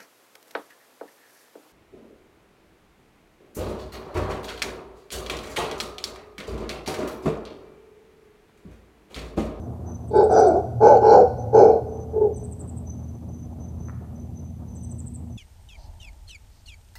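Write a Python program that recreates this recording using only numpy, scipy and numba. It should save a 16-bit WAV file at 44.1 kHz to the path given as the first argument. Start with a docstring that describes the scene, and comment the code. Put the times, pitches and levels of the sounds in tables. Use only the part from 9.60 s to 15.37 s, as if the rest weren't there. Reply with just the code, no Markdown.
"""A howler monkey barks from a treetop at dusk: two double barks, a single one and a soft grunt, ringing on
in the forest. Rough throat pulses ring the sac and mouth, and puffs of air ring the higher resonances.
A cricket trills on a fluttering tone, a katydid scrapes three runs of chirps from swelling file strokes,
a twig snaps as decaying sines, and a motor hums far off as three thin lines.
Shaped noise gives a low rumble and faint hiss; one microphone hears it all."""
import sys
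import numpy as np
from scipy import signal
from scipy.fft import rfft, irfft, next_fast_len
from scipy.io import wavfile
from scipy.ndimage import uniform_filter1d, minimum_filter1d
from numba import njit

SR = 44100
rng = np.random.default_rng(int(sys.argv[2]) if len(sys.argv) > 2 else 0)


def dump_mix(stems):
    """Bounce the given channels to the path in sys.argv[1] as a 16-bit WAV at rate SR."""
    frames = np.atleast_2d(stems).T  # one column per channel
    limited = np.clip(frames, -1, 1)  # hard clip at full scale
    pcm = np.round(limited * 32767).astype(np.int16)
    wavfile.write(sys.argv[1], SR, pcm)


N = 254626
TIME = np.arange(N) / SR  # s

# Cricket trills. Each row: start in seconds, length in seconds, relative level in dB.
TRILLS = [(-0.08, 0.17, -64), (0.252, .14, -56), (1.760, .09, -50.5), (2.260, 0.2, -60.5),
          (2.715, 0.16, -58.5), (3.243, 0.15, -56.5), (3.375, .22, -65.5), (3.678, .19, -58),
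          (3.977, 0.14, -59.5), (4.171, .15, -56.5), (4.540, 0.14, -62.5), (4.734, 0.2, -61),
          (5.06, .34, -62), (5.696, .15, -59.5)]
TRILL_ATTACK_S, TRILL_RELEASE_S = 0.032, 0.045

# Distant motor. Each row: time in seconds, relative level of the shaft line in dB, of the wavering line in dB.
MOTOR = [(0.0, -39.5, -33.5), (1.979, -39, -30), (5.77, -40.5, -41.5)]

# Spectrum of the far rumble and air. Each row: frequency in Hz, relative density in dB per Hz.
AIR_SPECTRUM = [(15, -38), (25, -45.5), (60, -1), (114, -2), (194, -5), (240, -9), (289, -14), (506, -24.5),
                (696, -23), (1590, -46.5), (5400, -53), (6010, -51), (14400, -53)]
# Boost of the middle range, loud at the start and then sinking, before its wavering. Each row: time in seconds,
# gain in dB.
MIDDLE_BOOST = [(0, 9.5), (0.6, 5.5), (4.4, 0.5), (4.95, -2.5)]

# Katydid runs of six chirps. Each row: first chirp in seconds, last chirp in seconds, how early the middle
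# ones come in seconds, relative level in dB, crescendo in dB per chirp.
CHIRP_RUNS = [(0.495, 0.888, 0.001, -41, 2.1), (2.780, 3.184, 0.009, -38.5, -0.3),
              (5.168, 5.558, 0.0, -38.5, 1.8)]
RUN_ARCH_DB = 4  # the ends of a run are about this much softer than its middle

# Barks, the first a faint catch of the throat, the last two a soft grunt.
# Each row: start in seconds, crest of effort in seconds, end in seconds, attack in seconds, release in seconds,
# sag of sac and mouth in dB/s, sac level in dB, mouth level in dB, upper resonance level in dB, rasp gain in dB,
# tone over roughness at the start in dB, open mouth in Hz, upper whistle in Hz, whistle level in dB.
BARKS = [(0.503, 0.515, 0.545, 0.0082, 0.024, 20, -32.5, -46, -65.5, -65.5, -1.5, 859.4, 4500, -69.5),
         (0.526, 0.589, 0.710, 0.024, 0.087, 21, -15, -22, -37.5, -53.5, -1.5, 847.8, 4560, -49),
         (0.683, 0.782, 1.024, 0.027, 0.033, 48, -15.5, -14, -31, -49, -2, 745, 5920, -37.5),
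         (1.198, 1.280, 1.398, 0.032, 0.025, 46, -11, -14, -32, -47, -2, 833, 6060, -45),
         (1.399, 1.523, 1.659, 0.034, 0.045, 4.5, -12, -13.5, -31, -45.5, -1, 826, 5540, -42.5),
         (1.923, 1.991, 2.224, 0.028, 0.15, 28, -11, -17.5, -36, -48.5, -4.5, 827.5, 6140, -46),
         (2.521, 2.574, 2.608, 0.067, 0.033, 29.5, -20, -40, -66, -81, 6, 855.6, 6070, -89),
         (2.590, 2.611, 2.747, 0.03, 0.083, 47.5, -18, -34.5, -62, -79, 3, 852, 5996, -86.5)]
# Effort climbs to each crest and ebbs after it; sac and mouth follow only the climb.
CLIMB_DB_PER_S, EBB_DB_PER_S = 118.5, 109
# How much of that swing each part of the voice follows, in dB per dB.
SAC_FOLLOWS, MOUTH_FOLLOWS, RASP_FOLLOWS, WHISTLE_FOLLOWS = 0.6, 0.6, 0.76, 1.8
# The sac rests on one note; the mouth glides to its closed note shortly after each crest.
SAC_HZ, CLOSED_MOUTH_HZ, MOUTH_HOLD_S, MOUTH_CLOSE_S = 442.6, 762.3, 0.012, 0.055
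# After the crest the folds lock onto the resonances, and the tone grows out of the roughness.
LOCKING_DB, LOCKING_S = 5, 0.07
# Bends of the voice away from its notes and back. Each row: centre in seconds, half length in seconds,
# sac shift in Hz, mouth shift in Hz, extra tone over roughness in dB.
BENDS = [(0.570, 0.064, -27.5, 5, 2), (0.920, 0.052, -120, -125, 0), (1.315, 0.036, 149.5, 44, 5),
         (1.585, 0.060, 69.5, -9, 0.5), (2.66, 0.091, -20, 21, 0)]
# Broad roar under the two low resonances. Each row: frequency in Hz, relative density in dB per Hz.
ROAR_SPECTRUM = [(60, -42), (190, -7), (330, -5), (560, 5), (900, -12), (1040, -17), (1200, -24),
                 (1700, -63), (5000, -90.5)]
ROAR_DB, ROAR_FROM_MOUTH = -2.0, 0.67  # its level follows a blend of the sac's and the mouth's
# High resonances of the throat, rung by the rasp. Each row: mean frequency in Hz, relative level in dB.
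RASP_RESONANCES = [(2300, -4), (2900, -9), (3600, -8.5), (4330, -3), (5300, -5.5), (6150, -11), (7150, -10),
                   (8800, -25.5), (12300, -29.5)]
RASP_LAG_S, RASP_WANDER = 0.0069, 0.012  # the rasp starts later than the voice; spread of pitch, as a ratio
# Dip in the rasp's spectrum, lower in the first call. Each row: time in seconds, centre in Hz.
RASP_DIP = [(1.05, 2730), (1.15, 3440)]
RASP_DIP_WIDTH_HZ = 700.0

# Twig cracks. Each row: time in seconds, level in dB to which each resonance's own is added.
CRACKS = [(4.285, -41.5), (4.296, -39)]
# Resonances of the twig. Each row: frequency in Hz, relative level in dB, decay t60 in seconds.
TWIG_RESONANCES = [(1100, -7, 0.013), (1290, 6.5, 0.0091), (1720, -5, 0.015)]

# Forest reverberation. Each row: frequency in Hz, decay t60 in seconds.
FOREST_T60 = [(200, 0.29), (500, 1.98), (1500, 0.66), (4000, 1.4), (9000, 0.2)]
CUTOFF_HZ = 14650


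def from_db(db):
    """Decibels to gain."""
    return 10 ** (np.asarray(db) / 20)


def rms_one(x):
    """Scale to an rms of 1."""
    return x / np.sqrt(np.mean(x ** 2) + 1e-20)


def at_hz(points, hz):
    """Read a table on a log-frequency axis."""
    f, value = np.transpose(points)
    return np.interp(np.log(np.maximum(hz, 1)), np.log(f), value)


def colour(x, spectrum):
    """Give a signal a smooth spectrum; rms 1."""
    size = next_fast_len(N + 4096)
    gain = from_db(at_hz(spectrum, np.fft.rfftfreq(size, 1 / SR)))
    return rms_one(irfft(rfft(x, size) * gain, size)[:N])


def drift(rate_hz):
    """Random wander with a spread of 1: noise through two equal low-passes, at a twentieth of the sample rate."""
    r = np.exp(-40 * np.pi * rate_hz / SR)
    noise = rng.standard_normal(N // 20 + 2002)
    slow = signal.lfilter([1], [1, -2 * r, r * r], noise)[2000:]
    return np.interp(np.arange(N) / 20, np.arange(len(slow)), rms_one(slow))


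def tone(hz):
    """A sine of rms 1 that follows a pitch curve."""
    return np.sqrt(2) * np.sin(2 * np.pi * np.cumsum(hz) / SR)


def even(x, size=900):
    """Hold the level at rms 1 while keeping the grain of single pulses."""
    power = uniform_filter1d(uniform_filter1d(x ** 2, size), size)
    return x / np.sqrt(np.maximum(power, 1e-12))


def low_pass(x, hz):
    """Steep low-pass."""
    return signal.sosfilt(signal.butter(6, hz, fs=SR, output="sos"), x)


def band_pass(x, low_hz, high_hz, run):
    """Keep one band, with the given filter routine."""
    return run(signal.butter(2, [low_hz, high_hz], "band", fs=SR, output="sos"), x)


@njit
def resonate(x, hz, width):
    """Two-pole resonance with a moving centre."""
    y, r = np.zeros(len(x)), np.exp(-np.pi * width / SR)
    for i in range(2, len(x)):
        drive = (1 - r * r) / 2 * (x[i] - x[i - 2])
        y[i] = drive + 2 * r * np.cos(2 * np.pi * hz[i] / SR) * y[i - 1] - r * r * y[i - 2]
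    return y


def twice(x, hz, width_hz):
    """A resonance applied twice, for steep flanks."""
    return resonate(resonate(x, hz, float(width_hz)), hz, float(width_hz))


def gate(start, end, attack, release):
    """Attack, hold and release as straight ramps of gain."""
    return np.clip(np.minimum((TIME - start) / attack, (end - TIME) / release), 0, 1)


def cricket(pitch_hz, wing_hz, flutter_db):
    """Wing strokes run together into a note that flutters in pitch and level."""
    level = np.zeros(N)
    for start, length, db in TRILLS:
        level += from_db(db) * gate(start, start + length, TRILL_ATTACK_S, TRILL_RELEASE_S)
    stroke = np.sin(2 * np.pi * np.cumsum(wing_hz * (1 + 0.41 * drift(12))) / SR)
    pitch = pitch_hz + 22 * stroke + 34 * drift(120)
    flutter = from_db(flutter_db * drift(29) - 3.5)
    return level * (1 + 0.48 * stroke) * flutter * tone(pitch)


def motor(shaft_hz, throb_hz, mains_hz, mains_db):
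    """A steady shaft line, a wavering one above it and a thin mains hum."""
    s, shaft_db, throb_db = np.transpose(MOTOR)
    shaft = from_db(np.interp(TIME, s, shaft_db) + 0.5) * tone(shaft_hz + drift(3.4))
    throb_gain = from_db(np.interp(TIME, s, throb_db) - 7.5 + 4.7 * drift(6.1))
    throb = throb_gain * tone(throb_hz + 3.2 * drift(6.3))
    return shaft + throb + from_db(mains_db) * tone(np.full(N, mains_hz))


def air(level_db, waver_db, patchy_db):
    """Far rumble over a faint steady hiss, with a middle-range wash that starts loud, sinks and swells
    unevenly, band by band."""
    noise = colour(rng.standard_normal(N), AIR_SPECTRUM)
    middle_db = np.interp(TIME, *np.transpose(MIDDLE_BOOST)) + waver_db * drift(13.0)
    out = noise
    for low, high in ([280, 500], [500, 950], [950, 1700]):  # Hz
        part = band_pass(noise, low, high, signal.sosfiltfilt)
        out = out + part * (from_db(middle_db + patchy_db * drift(4.9)) - 1)
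    return from_db(level_db) * out


def chirps(count=6):
    """Time and level of each chirp: a nearly steady beat, arched in level and tilted by the crescendo."""
    k, ends = np.arange(count), np.linspace(-1, 1, count) ** 2
    runs = []
    for first, last, early, db, crescendo in CHIRP_RUNS:
        times = np.linspace(first, last, count) - early * (1 - ends)
        levels = db + crescendo * (k - k.mean()) - RUN_ARCH_DB * ends
        runs.append(np.column_stack([times, levels]))
    return np.vstack(runs)


def katydid(stroke_gap_s, stroke_s, last_hz, step_hz, sweep_hz, swell_db, count=4):
    """Each chirp is a few swelling file strokes; each slides down and lies on average below the one before."""
    out = np.zeros(N)
    t = np.arange(-256, 256) / SR
    for s, db in chirps():
        # k counts back from the last stroke
        for k, (detune, late, louder) in enumerate(rng.standard_normal((count, 3))):
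            hz = last_hz + step_hz * k + 150 * detune
            phase = 2 * np.pi * (hz * t - sweep_hz * t ** 2 / (2 * stroke_s))
            gain = from_db(db - swell_db * k ** 2 + louder)
            at = int((s - k * stroke_gap_s + 0.00083 * late) * SR) - len(t) // 2
            out[at:at + len(t)] += gain * np.exp(-(t / stroke_s) ** 2) * np.sin(phase)
    return out


def effort_db(crest):
    """The climb to a crest of effort, and the whole climb and ebb; 0 dB at the crest."""
    climb = CLIMB_DB_PER_S * np.minimum(TIME - crest, 0)
    return climb, climb - EBB_DB_PER_S * np.maximum(TIME - crest, 0)


def bark_shapes():
    """Gains of sac, mouth, upper resonance and rasp: each bark opens, climbs to its crest, falls, is released."""
    gains = np.zeros((4, N))
    for start, crest, end, attack, release, sag, sac_db, mouth_db, upper_db, rasp_db, *_ in BARKS:
        climb, effort = effort_db(crest)
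        sagged = sag * np.maximum(TIME - crest, 0)
        voiced = gate(start, end, attack, release)
        rushing = gate(start + RASP_LAG_S, end, attack, release)
        gains = np.maximum(gains, [voiced * from_db(sac_db + SAC_FOLLOWS * climb - sagged),
                                   voiced * from_db(mouth_db + MOUTH_FOLLOWS * climb - sagged),
                                   voiced * from_db(upper_db + effort),
                                   rushing * from_db(rasp_db + RASP_FOLLOWS * effort)])
    return gains


def throat():
    """Sac pitch, mouth pitch and lock of the folds: each bark resets the mouth and the roughness."""
    mouth_hz, lock_db = np.full(N, float(CLOSED_MOUTH_HZ)), np.zeros(N)
    for start, crest, *_, tone_db, open_hz, _, _ in BARKS:
        now = TIME >= start
        past_crest = TIME[now] - crest
        closed = np.clip((past_crest - MOUTH_HOLD_S) / MOUTH_CLOSE_S, 0, 1)
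        mouth_hz[now] = open_hz + (CLOSED_MOUTH_HZ - open_hz) * closed
        lock_db[now] = tone_db + LOCKING_DB * np.clip(past_crest / LOCKING_S, 0, 1)
    bends = np.zeros((3, N))
    for s, half, *change in BENDS:
        bends += np.outer(change, np.exp(-((TIME - s) / half) ** 2))
    sac_bend, mouth_bend, purer_db = bends
    mouth_hz, lock_db = uniform_filter1d([mouth_hz, lock_db], size=900)
    return SAC_HZ + sac_bend, mouth_hz + mouth_bend, from_db(lock_db + purer_db)


def larynx(pulse_hz, jitter, shimmer_db, noise_share):
    """Irregular slaps of the vocal folds, and turbulence that puffs with each slap."""
    cycles = np.cumsum(pulse_hz * np.exp(jitter * drift(60.17))) / SR
    slaps = np.diff(np.floor(cycles), prepend=0) * from_db(shimmer_db * drift(75))
    puffs = rms_one(rng.standard_normal(N) * (0.35 + np.exp(-3 * (cycles % 1))))
    return rms_one(slaps) + noise_share * puffs, puffs


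def formant(x, hz, width_hz, top_hz):
    """A steep resonance, dark above top_hz; level held at 1."""
    return even(low_pass(twice(x, hz, width_hz), top_hz))


def rasp(puffs, width_hz, patchy_db):
    """Puffs of air ring the high resonances, each swelling and sinking by itself; one band is weaker."""
    out = np.zeros(N)
    for hz, db in RASP_RESONANCES:
        gain = from_db(db + patchy_db * drift(14))
        out += gain * even(twice(puffs, hz * (1 + RASP_WANDER * drift(18)), width_hz))
    dip_hz = np.interp(TIME, *np.transpose(RASP_DIP))
    for _ in range(2):
        out = out - resonate(out, dip_hz, RASP_DIP_WIDTH_HZ)
    return out


def whistles(puffs, width_hz, lower_ratio, lower_db):
    """Near each crest the rush of air rings a pair of narrow resonances."""
    out = np.zeros(N)
    for start, crest, end, attack, release, *_, hz, db in BARKS:
        high = even(twice(puffs, np.full(N, float(hz)), width_hz))
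        low = even(twice(puffs, np.full(N, float(hz * lower_ratio)), width_hz))
        gain = from_db(db + WHISTLE_FOLLOWS * effort_db(crest)[1])
        out += gate(start, end, attack, release) * gain * (high + from_db(lower_db) * low)
    return out


def monkey():
    """Rough pulses ring the throat sac and the mouth; the folds partly lock onto both and sing wavering tones."""
    sac_gain, mouth_gain, upper_gain, rasp_gain = bark_shapes()
    sac_hz, mouth_hz, lock = throat()
    pulses, puffs = larynx(pulse_hz=93.68, jitter=0.3, shimmer_db=3.0, noise_share=0.95)
    sac_pitch = sac_hz * (1 + 0.02574 * drift(56))
    # every second cycle differs a little, which adds a line an octave down
    sac_tone = tone(sac_pitch) + 0.065 * tone(sac_pitch / 2)
    sac = even(formant(pulses, sac_hz, width_hz=107, top_hz=770) + lock * sac_tone)
    mouth_tone = tone(mouth_hz * (1 + 0.0135 * drift(60)))
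    mouth = even(formant(pulses, mouth_hz, width_hz=75.4, top_hz=1130) + lock * mouth_tone)
    # the upper resonance follows the mouth a little and has a weaker neighbour below it
    upper_hz = 1475 * (mouth_hz / 800) ** 0.19
    neighbour = formant(pulses, 0.9 * upper_hz, width_hz=71, top_hz=1450)
    upper = even(formant(pulses, upper_hz, width_hz=100, top_hz=1830) + 0.5 * neighbour)
    # the broad roar gives way as the folds lock
    roar_gain = from_db(ROAR_DB) * sac_gain ** (1 - ROAR_FROM_MOUTH) * mouth_gain ** ROAR_FROM_MOUTH
    roar = even(colour(pulses, ROAR_SPECTRUM)) * roar_gain / np.sqrt(1 + lock ** 2)
    hiss = rasp_gain * rasp(puffs, width_hz=370, patchy_db=3.5)
    hiss = hiss + whistles(puffs, width_hz=230, lower_ratio=0.822, lower_db=-4.5)
    return sac * sac_gain + mouth * mouth_gain + upper * upper_gain + roar + hiss


def twig():
    """Two quick cracks ring a dry twig as decaying sines, dulled by distance."""
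    out = np.zeros(N)
    age = TIME[:N // 20]
    for s, db in CRACKS:
        at = int(s * SR)
        for hz, mode_db, t60 in TWIG_RESONANCES:
            out[at:at + len(age)] += from_db(db + mode_db - 60 * age / t60) * np.sin(2 * np.pi * hz * age)
    return low_pass(out, hz=2400)


def forest(x, leaves_db, leaves_t60, tail_db):
    """Nearby leaves scatter the sound; far trunks add a tail with its own decay in each band."""
    t = TIME[:int(1.6 * SR)]
    edges_hz = np.geomspace(100, 14000, 8)
    scatter = rng.standard_normal(len(t)) * from_db(-60 * t / leaves_t60) * (t > 0.002)
    response = from_db(leaves_db) * rms_one(scatter) / np.sqrt(len(t))
    for low, high in zip(edges_hz, edges_hz[1:]):
        band = band_pass(rng.standard_normal(len(t)), low, high, signal.sosfilt)
        # the tail builds up over some 25 ms before it dies
        fade = from_db(-60 * t / at_hz(FOREST_T60, np.sqrt(low * high))) * (1 - np.exp(-t / 0.025))
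        response = response + from_db(tail_db) * band * rms_one(fade) / np.sqrt(len(t))
    return x + signal.fftconvolve(x, response)[:N]


def scene():
    """All sources at one microphone; the animals and the twig each ring in the forest."""
    trills = cricket(pitch_hz=6079, wing_hz=45.8, flutter_db=4.5)
    hum = motor(shaft_hz=81.8, throb_hz=116.7, mains_hz=238.0, mains_db=-46)
    rumble = air(level_db=-38, waver_db=2.44, patchy_db=1.56)
    scrapes = katydid(stroke_gap_s=0.0061, stroke_s=0.0018, last_hz=7920, step_hz=170, sweep_hz=555, swell_db=1.0)
    insects = forest(trills + scrapes, leaves_db=-6.5, leaves_t60=0.015, tail_db=-11)
    voice = forest(monkey(), leaves_db=-6.5, leaves_t60=0.31, tail_db=-17.0)
    snap = forest(twig(), leaves_db=-6, leaves_t60=0.093, tail_db=-3.0)
    return (voice + insects + snap + hum + rumble)[None]


def record(dry):
    """Behind the microphone, a limiter eases the gain down around peaks above 0.95, and the top is cut."""
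    allowed = np.minimum(1, 0.95 / (np.abs(dry) + 1e-9))
    gain = uniform_filter1d(uniform_filter1d(minimum_filter1d(allowed, size=401), size=201), size=201)
    return signal.sosfilt(signal.ellip(12, 0.1, 80, CUTOFF_HZ, fs=SR, output="sos"), dry * gain)


dry = scene()
out = record(dry)
dump_mix(out)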